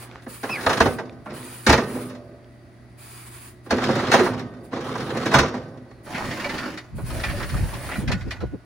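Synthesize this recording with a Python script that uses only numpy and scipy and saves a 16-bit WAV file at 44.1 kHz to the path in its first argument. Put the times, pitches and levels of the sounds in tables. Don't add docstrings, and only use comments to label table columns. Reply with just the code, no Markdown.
import sys
import numpy as np
from scipy import signal
from scipy.fft import rfft, irfft
from scipy.io import wavfile
from scipy.ndimage import uniform_filter1d

SR = 44100
rng = np.random.default_rng(int(sys.argv[2]) if len(sys.argv) > 2 else 0)


def wav_record(signal):
    frames = np.transpose(np.atleast_2d(signal))
    bounded = np.clip(frames, -1, 1)
    quanta = np.round(bounded * 32767).astype(np.int16)
    wavfile.write(sys.argv[1], SR, quanta)


N = 381460
TIME = np.arange(N) / SR

# pitch_hz, level_db, t60_s (time to fade by 60 dB)
FRAME_MODES = [(252, 0.5, 0.86), (358.6, -4, 0.55), (548, -20, 2), (590, -20, 1.86), (657, -17, 1.2),
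               (690, -21, 2.1), (780, -10, 0.6), (923, -9, 0.45), (1140, -5.5, 0.43), (1233, 1, 0.26),
               (1520, -3, 0.32), (1840, -11, .48), (1940, -39, 1.8), (2630, -20, 0.49), (3100, -29, 0.38),
               (3600, -20, .4), (3890, -22, 0.27), (4580, -30, .7), (4664, -22, 0.69), (5400, -19, 0.18),
               (5670, -28, .22), (6200, -23.5, .25)]
# frequency_hz, level_db
LATCH_COLOUR = [(150, -23), (350, -3), (1240, 2.5), (1940, -0.5), (2900, -9), (5000, -12.5), (7500, -23),
                (10000, -26.5), (15500, -39)]
# frequency_hz, side_minus_mid_db
STEEL_WIDTH = [(60, -38.5), (350, -23), (700, -15.5), (1300, -10.5), (2400, -5.5), (4400, 2.5),
               (6500, -4.5), (9000, -11)]
# frequency_hz, side_minus_mid_db
OIL_WIDTH = [(60, -6), (300, -12), (1300, -1.5), (2400, -5.5), (4400, -2), (6500, -1), (9000, -14)]
# pitch_hz, level_db
HUM = [(120, -49.5), (240, -64), (358, -61.5), (592, -71)]
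# opens_s, closes_s, hiss_db, whistle_hz
PULLS = [(-.1, 0.031, -47, 9830), (0.21, 0.224, -60, 9530), (0.275, 0.943, -47, 9470),
         (1.24, 1.257, -62, 9500), (1.327, 1.74, -47, 9400), (1.74, 1.86, -55, 9400),
         (1.87, 2.062, -47.5, 9470), (2.971, 3.09, -51, 8850), (3.087, 3.486, -48.5, 8750),
         (3.632, 3.66, -61, 9000), (3.72, 4.1, -61, 9260), (4.107, 4.282, -48.5, 9200),
         (4.63, 4.653, -59, 9170), (4.823, 5.36, -58, 9500), (6.028, 6.602, -57, 9330),
         (6.946, 7.03, -56, 9250), (7.044, 8.01, -47, 9340)]

GATE_RATTLES_PER_S, GATE_RATTLE_DB = 8, 2
PANEL_RATTLES_PER_S, PANEL_RATTLE_DB = 13, -10
RATTLE_CRACK_DB = -3.5


def amp(db):
    return 10 ** (np.asarray(db) / 20)


def rms_one(x):
    return x / np.sqrt(np.mean(x ** 2) + 1e-20)


def level(rows, axis=1):
    rows = np.array(rows)
    return amp(np.interp(TIME, rows[:, 0], rows[:, axis], left=-120, right=-120))


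def at_hz(points, hz):
    points = np.array(points)
    return np.interp(np.log(hz + 1), np.log(points[:, 0]), points[:, 1])


def drift(rate):
    knots = rng.standard_normal(int(N / SR * rate) + 2)
    return rms_one(np.interp(TIME * rate, np.arange(len(knots)), knots))


def cut(x, hz, kind, order=2):
    edges = np.clip(hz, 10, .45 * SR)
    return signal.sosfilt(signal.butter(order, edges, kind, fs=SR, output="sos"), x)


def stereo_noise(colour, width, lo_hz, hi_hz, size=N):
    hz = np.fft.rfftfreq(size, 1 / SR)
    mid, side = rfft(rng.standard_normal((2, size))) * amp(at_hz(colour, hz))
    side = side * amp(at_hz(width, hz))
    unit = np.std(irfft(mid * (hz > lo_hz) * (hz < hi_hz), size))
    return irfft([mid + side, mid - side], size) / unit


def narrow_noise(hz, width_hz):
    slow = cut(rng.standard_normal((2, 3, N)), width_hz / 2, "low")
    turn = 2 * np.pi * np.cumsum(hz + np.zeros(N)) / SR
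    shared, left, right = slow[0] * np.cos(turn) + slow[1] * np.sin(turn)
    return rms_one(shared + 0.13 * np.array([left, right]))


def pan(x, balance):
    lean = at_hz(balance, np.fft.rfftfreq(N, 1 / SR)) / 2
    return irfft(rfft(x) * amp([lean, -lean]), N)


def steel(colour, width, lo_hz, hi_hz, t60, tail_db, tail_t60):
    t = TIME[:SR]
    rest, out = rfft(stereo_noise(colour, width, lo_hz, hi_hz, size=SR)), 0
    hz = np.fft.rfftfreq(SR, 1 / SR)
    octave = np.clip(np.round(np.log2((hz + 1) / 1000)), -3, 3)
    for k in np.unique(octave):
        slower = 2 ** (-.25 * k)
        body = amp(-60 * t / (t60 * slower))
        tail = amp(tail_db - 60 * t / (tail_t60 * slower))
        fade = body + tail
        out = out + irfft(rest * (octave == k), SR) * fade / np.linalg.norm(fade)
    modes = rfft(out)

    def smooth_power(spectrum):
        return uniform_filter1d(np.mean(np.abs(spectrum) ** 2, axis=0), size=110)
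    evened = modes * np.sqrt(np.abs(smooth_power(rest) / smooth_power(modes)) / SR)
    return irfft(evened, SR) * np.minimum(2 * (1 - t), 1) ** 2


def sound(force, response):
    return signal.fftconvolve(np.atleast_2d(force), response, axes=1)[:, :N]


def grains(per_s, spread_db):
    sizes = amp(spread_db * np.minimum(rng.exponential(1, N), 4)) * rng.choice([-1, 1], N)
    return rms_one(sizes * (rng.random(N) < per_s / SR))


def contacts(times, dbs, decays, rise_s):
    power = np.zeros(N)
    for s, db, decay in zip(times, dbs, decays):
        start = max(int((s - rise_s) * SR), 0)
        t = TIME[:min(SR // 4, N - start)]
        burst = amp(db) * np.minimum(t / rise_s, 1) * np.exp(-t / max(decay, .001))
        power[start:start + len(t)] += burst ** 2
    return np.sqrt(power) * grains(per_s=6000, spread_db=2.0)


def wander(force, depth_db, size=256):
    spectra = signal.stft(force, nperseg=size)[2]
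    patches = rng.standard_normal(spectra.shape)
    for _ in range(2):
        patches = uniform_filter1d(patches, size=2, axis=0)
        patches = uniform_filter1d(patches, size=11, axis=1)
    gain = rms_one(amp(depth_db * rms_one(patches)))
    return signal.istft(spectra * gain, nperseg=size)[1][:N]


def stroke(start, stop, db, rise_s, fade_db_per_s, swell_db=0):
    along = np.clip((TIME - start) / (stop - start), 0, 1)
    fade_db = fade_db_per_s * np.maximum(TIME - stop, 0)
    return np.clip((TIME - start) / rise_s, 0, 1) * amp(db + swell_db * along - fade_db)


def rattles(motion, per_s, over_db):
    chance = rng.random((int(N / SR * per_s), 2))
    s = (np.arange(len(chance)) + chance[:, 0]) / per_s
    scatter_db = 4 * (2 * chance[:, 1] - 1)
    db = 20 * np.log10(np.interp(s, TIME, motion) + 1e-9) + over_db + scatter_db
    return zip(s, db)


def frame_ring(force, table=FRAME_MODES):
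    t = TIME[:2 * SR]
    modes = 0
    for hz, db, t60 in table:
        phase = rng.normal(0, 0.6, (2, 1))
        modes = modes + amp(db - 60 * t / t60) * np.sin(2 * np.pi * hz * t + phase)
    return sound(force, modes / np.linalg.norm(modes[0]))


def pump():
    # pitch_hz, level_db
    whine_lines = [(657, -71.5), (1943, -71), (4635, -80)]
    # time_s, gain_db
    load_curve = [(0, 4.5), (.2, -0.5), (.3, 1), (1.2, -2), (1.45, 3.5), (2.12, 4.5), (2.25, -0.5),
                  (3.12, -.5), (3.2, 2.5), (3.58, -1), (3.66, -0.5), (8.65, -3)]
    lowest = HUM[0][0]
    hum = 0
    for hz, db in HUM:
        gain = amp(db + 0.87 * np.sqrt(hz / lowest) * drift(6.3)) * np.sqrt(2)
        hum = hum + gain * np.sin(2 * np.pi * hz * TIME + 0.15 * hz / lowest * drift(9))
    whine = 0
    for hz, db in whine_lines:
        gain = amp(db + 2.5 * drift(13)) * np.sqrt(2)
        whine = whine + gain * np.sin(2 * np.pi * hz * TIME + 1.3 * drift(45))
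    return amp(np.interp(TIME, *np.transpose(load_curve))) * hum + whine


def oil_flow():
    leak = amp(-76)
    pulls = sum(stroke(opens, closes, db, rise_s=0.026, fade_db_per_s=335) for opens, closes, db, _ in PULLS)
    return leak + pulls


def valves():
    # frequency_hz, level_db
    oil_colour = [(250, -12), (500, -12), (900, 1), (1750, -1), (2450, -3), (3300, -6.5), (4000, -7),
                  (4700, -4.5), (5600, -13), (7400, -7), (8400, 1.5), (9900, -0.5), (10900, 1.5),
                  (13000, -5), (16000, -9)]
    # pitch_hz, width_hz, level_db relative to the hiss
    port_modes = [(1700, 130, -16.5), (2300, 90, -17), (2480, 54, -14), (11040, 660, -22),
                  (15400, 800, -13.5)]
    ripple = 1 + 0.066 * np.sin(2 * np.pi * HUM[0][0] * TIME)
    noise = stereo_noise(oil_colour, OIL_WIDTH, 9200, 16400)
    hiss = np.array([wander(side, depth_db=2.5, size=1024) for side in noise])
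    ports = sum(amp(db + 1.5 * drift(9)) * narrow_noise(hz, width) for hz, width, db in port_modes)
    s, hz = np.transpose(sorted((s, hz) for opens, closes, _, hz in PULLS for s in (opens, closes)))
    whistle_hz = np.interp(TIME, s, hz) + 90 * drift(8)
    whistle = amp(-7.5) * narrow_noise(whistle_hz, width_hz=520)
    return oil_flow() * ripple * amp(1.2 * drift(40)) * (hiss + ports + whistle)


def gate_motion():
    # start_s, stop_s, grinding_db, judder_db, swell_db (change over the stroke)
    gate_strokes = [(-.1, 0.144, -49.5, -63, 1.5), (0.426, 0.792, -41.5, -41, 11),
                    (1.288, 1.648, -39, -35, -25), (1.714, 1.97, -38.5, -29, -6), (3.692, 4.2, -30, -28, 3),
                    (4.708, 5.403, -38, -34, 6.5)]
    rise_s = 0.022
    grinding, judder = 0, 0
    for start, stop, grind_db, judder_db, swell in gate_strokes:
        grinding = grinding + stroke(start, stop, grind_db, rise_s, 90, swell)
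        judder = judder + stroke(start, stop, judder_db, rise_s, 43.5, swell)
    return grinding, judder


def gate_travel():
    # frequency_hz, level_db
    track_colour = [(30, -40), (55, -4.5), (130, -5.5), (180, -2.5), (300, -4), (370, -4), (560, -9.5),
                    (850, -11), (1300, -10), (1900, -15.5), (2900, -22), (5400, -28.5), (9000, -40),
                    (15000, -77.5)]
    catches = wander(grains(per_s=500, spread_db=2.0), depth_db=3.0)
    track = steel(track_colour, STEEL_WIDTH, 380, 2500, t60=0.031, tail_db=-18.5, tail_t60=0.43)
    coarse = sound(catches, track)
    fine = stereo_noise(track_colour, STEEL_WIDTH, 370, 2300)
    grinding, shaking = gate_motion()
    grind = grinding * amp(1.8 * drift(45)) * (.55 * fine + .83 * coarse)
    shake = shaking * grains(per_s=500, spread_db=1)
    hangers = steel(track_colour, STEEL_WIDTH, 140, 460, t60=0.029, tail_db=-27.5, tail_t60=0.49)
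    judder = sound(shake, hangers)
    out = amp(-1.0) * cut(grind, 363, "high")
    out = out + amp(-1.34) * cut(judder, [70, 600], "band")
    return out + amp(-11.0) * frame_ring(shake)


def ticks():
    # start_s, pitch_hz, level_db
    tick_table = [(.114, 2400, -35), (.158, 1220, -25), (1.096, 2440, -32), (1.43, 2300, -31.5),
                  (2.445, 3300, -47)]
    out = np.zeros(N)
    for s, hz, db in tick_table:
        t = np.clip(TIME - s, 0, .1)
        tones = np.sin(2 * np.pi * hz * t) + .5 * np.sin(2 * np.pi * 1.47 * hz * t)
        out += amp(db) * np.exp(-t / 0.00091) * tones
    return out


def gate_blows():
    # time_s, clang_db, thud_db and crack_db relative to the clang, chatter_decay_s
    blow_table = [(.265, -33.5, 2.5, -21, 0.0098), (.433, -24, -5.5, -13.5, 0.018),
                  (.494, -25, -5, -24, 0.0089), (.665, -7.5, -28, -14.5, 0.0068),
                  (.695, -16, -16, -11, 0.02), (.731, -19, -12, -3, 0.0075), (.776, -21.5, -17, -2, 0.0059),
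                  (.805, -7, -9, -9.5, 0.01), (.857, -16, 0, -15, .015), (.986, -24.5, -5.5, -18.5, 0.015),
                  (1.259, -34, -3, -25, 0.025), (1.667, -14.5, 1.5, -1.5, 0.014),
                  (1.685, -16, -3, -11, .012), (1.695, -6, -4, -9, 0.014), (1.728, -9, -13, -8, 0.013),
                  (1.777, -19, -0.5, -11, 0.019), (1.95, -38, 7.5, -24, 0.047),
                  (2.096, -48, -10, -3.5, 0.041), (2.15, -42.5, -5, -6.5, 0.011),
                  (2.314, -55, 9, -24, .015), (3.662, -43, 4.5, -13, 0.02), (3.709, -18, -4, -5.5, 0.01),
                  (3.724, -23, 9.5, -23, .012), (3.784, -18.5, -9, -22, 0.0066),
                  (3.889, -17.5, 2.5, -18, 0.013), (3.955, -24.5, 0.5, -8.5, 0.016),
                  (3.997, -25, -3, -20, 0.0071), (4.116, -16, -16, -7, 0.034),
                  (4.139, -7.5, -6, -11.5, 0.013), (4.193, -15.5, -2, -13.5, 0.014),
                  (4.218, -26, 4, -20, 0.015), (4.262, -17, -8, -19.5, 0.011),
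                  (4.339, -31, -4, -12, 0.0069), (4.395, -39.5, -6, 0.5, 0.012),
                  (4.731, -22, 5.5, -24, 0.0059), (4.768, -36, 15, -25, 0.0083),
                  (4.954, -24.5, -11, -14, 0.0089), (5.154, -26, -5, -19, .008),
                  (5.258, -26.5, 0, -2, 0.018), (5.316, -21.5, -8, -13, 0.048),
                  (5.34, -9, -7.5, -9.5, 0.022), (5.387, -15.5, 0, -2, 0.015), (5.432, -20, -3, -18, 0.016),
                  (5.539, -31.5, 2.5, -13.5, 0.029), (5.635, -44, -6, -6, .006),
                  (5.775, -44, 0, -9, 0.0051), (5.911, -43, -14, -13, .007)]
    # frequency_hz, level_db
    frame_colour = [(25, -49), (40, 3), (70, -0.5), (250, 1.5), (310, -3.5), (370, -1), (600, -3),
                    (850, -5), (1800, -10.5), (2900, -24), (6300, -30.5), (8400, -41), (10000, -45),
                    (15500, -76)]
    loose = []
    for s, db in rattles(gate_motion()[0], GATE_RATTLES_PER_S, GATE_RATTLE_DB):
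        loose.append((s, db, -19, RATTLE_CRACK_DB, 0.0097))
    s, clang_db, thud_db, crack_db, decay = np.transpose(list(blow_table) + loose)
    force = contacts(s, clang_db, decay, rise_s=0.0027)
    hard = contacts(s, clang_db + crack_db, decay, rise_s=0.0037)
    heavy = contacts(s, clang_db + thud_db, decay, rise_s=0.0027)
    panels = steel(frame_colour, STEEL_WIDTH, 60, 293, t60=0.097, tail_db=-19.0, tail_t60=0.57)
    tubes = steel(frame_colour, STEEL_WIDTH, 480, 2500, t60=0.05, tail_db=-27.5, tail_t60=0.46)
    edges = steel(frame_colour, STEEL_WIDTH, 2440, 9000, t60=0.052, tail_db=-18.0, tail_t60=0.36)
    thud = cut(sound(heavy, panels), [170, 560], "band", order=3)
    clang = cut(sound(force, tubes), [420, 2500], "band")
    crack = cut(sound(hard, edges), 2740, "high")
    low_push = amp(-8.5) * cut(force, 1970, "low", order=4)
    high_push = amp(3.0) * cut(hard, 2300, "high", order=4)
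    ring = frame_ring(low_push + high_push)
    return amp(1.85) * thud + amp(2.0) * clang + amp(2.5) * crack + ring


def squeal(track):
    s, hz, _ = np.transpose(track)
    inertia_s = 0.012
    pitch = uniform_filter1d(np.interp(TIME, s, hz), size=int(inertia_s * SR))
    slowing = 1 - pitch / hz.max()
    rough_pitch = pitch * (1 + (.015 + .3 * slowing) * drift(1400))
    phase = 2 * np.pi * np.cumsum(rough_pitch) / SR
    overtone = amp(-14 - 25 * slowing + 4 * drift(60)) * np.sin(2 * phase)
    roughness = amp(2.5 + (2 + 6 * slowing) * drift(400))
    tone = level(track, axis=2) * roughness * (np.sin(phase) + overtone)
    body = steel(LATCH_COLOUR, STEEL_WIDTH, 1500, 3000, t60=.04, tail_db=-30, tail_t60=.3)
    return tone + amp(-21) * sound(tone, body)


def loose_rings():
    # start_s, pitch_hz, level_db, t60_s
    ring_table = [(0.666, 1250, -17, .16), (.807, 1143, -26, .16), (.86, 741, -33, .5),
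                  (.99, 600, -31.5, 0.19), (1.282, 612, -33.5, 0.17), (1.697, 345, -20, 0.23),
                  (1.728, 1230, -20, .18), (1.945, 244, -30, 0.38), (2.1, 590, -43, 1.4),
                  (2.153, 668, -49.5, 1.65), (4.139, 521, -16, 0.14), (4.14, 6340, -29, 0.18),
                  (4.212, 364, -10, 0.18), (5.345, 1202, -15, 0.22), (5.35, 6290, -29, 0.29),
                  (5.387, 5402, -38, .4), (5.387, 5630, -37, 0.37), (6.455, 571, -25.5, 0.18),
                  (7.334, 576, -28, 0.18), (7.566, 585, -42, 0.19), (8.117, 1462, -47, 1.8)]
    out = np.zeros(N)
    wobble = 1 + 0.0037 * drift(140)
    flutter = amp(2 * drift(60))
    for s, hz, db, t60 in ring_table:
        span = slice(int(s * SR), int(s * SR) + SR)
        t = TIME[span] - TIME[span][0]
        tone = np.sin(2 * np.pi * hz * np.cumsum(wobble[span]) / SR)
        out[span] += tone * np.minimum(t / .004, 1) * amp(db - 60 * t / t60)
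    return out * flutter


def thumps():
    # start_s, level_db, pitch_hz
    thump_table = [(0.667, -25, 90), (0.808, -19, 74), (0.858, -20.5, 101), (1.688, -10.5, 72),
                   (1.722, -17, 136), (3.722, -25, 90), (5.349, -11.5, 137), (5.385, -17, 71)]
    # multiple_of_pitch, level_db
    rock_modes = [(.68, -8), (1.001, 1), (1.43, -4.5)]
    rise_s, t60_s = 0.0034, 0.21
    t, out = TIME[:SR], np.zeros(N + SR)
    for s, db, hz in thump_table:
        rock = sum(amp(mode_db) * np.sin(2 * np.pi * hz * ratio * t) for ratio, mode_db in rock_modes)
        out[int(s * SR):][:SR] += rock * np.minimum(t / rise_s, 1) * amp(db - 60 * t / t60_s)
    return cut(out[:N], 50, "high", order=3)


def struck_bars(times, dbs, pitches):
    # multiple_of_pitch, level_db
    bar_partials = [(.37, -12), (.77, -8), (1.001, -1.5), (1.06, -6.5), (1.24, -7.5)]
    t60_s, bar_db = 0.11, -8.5
    t, out = TIME[:SR // 3], np.zeros((2, N + SR))
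    for s, db, hz in zip(times, dbs, pitches):
        ring = 0
        for ratio, part_db in bar_partials:
            gain = amp(part_db + rng.normal(0, 2.9))
            ring = ring + gain * np.sin(2 * np.pi * hz * ratio * t + rng.normal(0, 0.34, (2, 1)))
        start = int(s * SR)
        fade = amp(db + bar_db - 60 * t / t60_s)
        out[:, start:start + len(t)] += ring * fade * np.minimum(t / 0.0015, 1)
    return out[:, :N]


def side_panels():
    # start_s, stop_s, scraping_db, swell_db (change over the stroke)
    panel_strokes = [(6.04, 6.704, -32.5, -5), (7.007, 7.992, -40.5, -1.5), (8.053, 8.432, -48.5, -5.5)]
    # time_s, clang_db, crack_db relative to it, pitch_hz
    clink_table = [(6.065, -31.5, -28, 1220), (6.147, -20, -21, 2050), (6.311, -22.5, -10, 1880),
                   (6.398, -25, -6.5, 1850), (6.444, -17.5, -15.5, 2290), (6.493, -22.5, -9, 2040),
                   (6.582, -23, -5.5, 1840), (6.631, -26.5, -12, 1450), (6.776, -27, -6, 1940),
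                   (6.982, -34, -32, 950), (7.103, -26, -12, 1260), (7.198, -27, -5.5, 1480),
                   (7.237, -18.5, -7, 1950), (7.295, -25, -9, 1840), (7.399, -26, -9, 1160),
                   (7.428, -24, -7, 1630), (7.493, -30, -5, 1960), (7.541, -27, -20, 1203),
                   (7.566, -31, -9, 1520), (7.74, -33, -3.5, 1700), (7.889, -22.5, -22, 1285),
                   (7.915, -22, -19, 1950), (7.955, -23, -22, 1930), (8.078, -22, -7, 2030),
                   (8.099, -27.5, -23, 966), (8.117, -18.5, -4.5, 1950), (8.21, -31.5, -10, 2020),
                   (8.309, -23, -6.5, 1950), (8.366, -37, -17, 1990), (8.405, -29, -14.5, 1340)]
    # frequency_hz, level_db
    panel_colour = [(50, -8), (100, -4), (220, 5), (350, 1.5), (470, -5), (570, -0.5), (850, -6.5),
                    (1900, -8.5), (3300, -18.5), (5300, -20), (9000, -29), (15000, -34)]
    # frequency_hz, side_minus_mid_db
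    panel_width = [(60, -12), (300, -16), (700, -13.5), (1300, -9.5), (2400, -6), (4400, -3), (9000, -9)]
    # pitch_hz, level_db, t60_s
    bar_modes = [(1463, -1, 0.52), (1775, 4, 0.29), (1950, -2, 0.24), (2400, -1, 0.14), (3980, -4, 0.17),
                 (4380, 0, 0.11)]

    catches = wander(grains(per_s=330, spread_db=2.0), depth_db=3.5, size=512)
    pivots = steel(panel_colour, panel_width, 620, 2200, t60=0.16, tail_db=-35.0, tail_t60=0.21)
    coarse = sound(catches, pivots)
    fine = stereo_noise(panel_colour, panel_width, 670, 2700)
    motion = sum(stroke(start, stop, db, 0.15, 114, swell) for start, stop, db, swell in panel_strokes)
    scrape = motion * amp(1.0 * drift(40)) * (.45 * fine + .8 * coarse)

    loose = []
    for s, db in rattles(motion, PANEL_RATTLES_PER_S, PANEL_RATTLE_DB):
        loose.append((s, db, RATTLE_CRACK_DB, rng.uniform(1250, 2400)))
    s, clang_db, crack_db, hz = np.transpose(list(clink_table) + loose)
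    decay = np.full(len(s), 0.011)
    knocks = contacts(s, clang_db, decay, rise_s=.001)
    latch = steel(LATCH_COLOUR, panel_width, 1000, 2500, t60=.045, tail_db=-22, tail_t60=.5)
    clang = cut(sound(knocks, latch), [450, 2800], "band")
    hard = contacts(s, clang_db + crack_db, decay, rise_s=0.0043)
    edges = steel(LATCH_COLOUR, panel_width, 2420, 9000, t60=0.096, tail_db=-28, tail_t60=0.25)
    crack = cut(sound(hard, edges), 2100, "high")

    shake_db = clang_db - 8 + 23 * np.log2(1200 / hz)
    shaken = contacts(s, shake_db, 1.9 * decay, rise_s=0.001)
    panel = steel(panel_colour, panel_width, 400, 1400, t60=0.047, tail_db=-31, tail_t60=.35)
    body = cut(sound(shaken, panel), [380, 1400], "band")
    out = amp(0.36) * scrape + body + amp(-11.0) * clang + amp(0.5) * crack
    return out + amp(-13.0) * frame_ring(knocks, bar_modes) + struck_bars(s, clang_db, hz)


def rasps():
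    # start_s, length_s, level_db, centre_hz
    rasp_table = [(6.118, 0.094, -34, 1950), (6.142, 0.13, -32, 1000), (6.576, 0.13, -39, 1390),
                  (7.236, 0.12, -37, 1890), (7.396, 0.057, -35.5, 1400), (7.71, 0.058, -39.5, 950),
                  (7.895, 0.086, -35, 2000)]
    half_width = 2 ** (0.79 * np.array([-.5, .5]))
    out = np.zeros((2, N))
    slips, apart = grains(per_s=400, spread_db=0.5), grains(per_s=400, spread_db=6.0)
    for s, length, db, hz in rasp_table:
        span = slice(int(s * SR), int((s + length) * SR))
        sides = [slips[span] + 0.46 * apart[span], slips[span] - .4 * apart[span]]
        band = cut(sides, hz * half_width, "band")
        out[:, span] += amp(db) * rms_one(band) * np.sin(np.linspace(0, np.pi, band.shape[1]))
    return out


def wind():
    # time_s, level_db, top_hz
    buffet_table = [(6.966, -27, 176), (7.04, -26.5, 148.5), (7.29, -27, 160), (7.556, -20.5, 170),
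                    (7.6, -25.5, 190), (7.645, -25, 153), (7.755, -33, 198), (7.989, -24, 230),
                    (8.04, -25.5, 281), (8.095, -19, 189), (8.15, -21.5, 195), (8.275, -27, 360),
                    (8.439, -22, 434), (8.545, -26.5, 360)]

    def eddies(low_hz, top_hz):
        shared, left, right = cut(rng.standard_normal((3, N)), [low_hz, top_hz], "band", order=3)
        return rms_one(shared + np.array([left, right]))
    breeze = stroke(6.95, 8.52, -35.5, rise_s=0.088, fade_db_per_s=217)
    gusts = amp(4.5 * drift(11))
    out = breeze * gusts * eddies(low_hz=40.4, top_hz=130)
    for s, db, top_hz in buffet_table:
        passing = (1 + ((TIME - s) * top_hz / 6.4) ** 2) ** 2
        out = out + amp(db - 0.5) * eddies(45, top_hz) / passing
    return out


def scene():
    # frequency_hz, left_minus_right_db
    chute_balance = [(100, -2), (300, -1.3), (600, -2.5), (1100, -2.5), (2000, -2.5), (4000, 3),
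                     (8000, 0.5), (15000, -0.5)]
    # time_s, pitch_hz, level_db
    pivot_track = [(.488, 2480, -52), (0.498, 2550, -35.5), (.52, 2645, -26.5), (0.543, 2484, -31.5),
                   (.562, 2170, -30), (.58, 1850, -31), (0.598, 1604, -31), (.608, 1460, -52)]
    # time_s, pitch_hz, level_db
    settle_track = [(5.885, 4540, -71), (5.91, 4340, -70), (6.02, 4020, -76)]
    # frequency_hz, level_db
    yard_colour = [(20, -38), (60, 6), (150, -0.5), (350, 0), (480, -13), (680, -9), (900, -16.5),
                   (2000, -16.5), (3000, -28), (4600, -28), (7000, -37.5), (10000, -35), (15000, -54)]
    machine = pump() + valves()
    gates = gate_travel() + ticks() + gate_blows() + squeal(pivot_track) + squeal(settle_track)
    shaken = loose_rings() + thumps()
    panels = side_panels() + rasps()
    chute = pan(machine + gates + shaken + panels, chute_balance)
    yard = amp(-53.5) * stereo_noise(yard_colour, OIL_WIDTH, 200, 15000)
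    return chute + yard + wind()


def record(dry):
    # frequency_hz, left_lead_radians
    port_phase = [(6300, 0), (8300, -2.5), (10000, -7), (12200, -10), (14200, -7), (16000, -14.5)]
    lead = at_hz(port_phase, np.fft.rfftfreq(N, 1 / SR)) / 2
    heard = irfft(rfft(dry) * np.exp(1j * np.array([lead, -lead])), N)
    rounded = np.tanh(heard)
    cutoff_hz = 15900
    return signal.sosfilt(signal.ellip(12, .05, 70, cutoff_hz, fs=SR, output="sos"), rounded)


dry = scene()
out = record(dry)
wav_record(out)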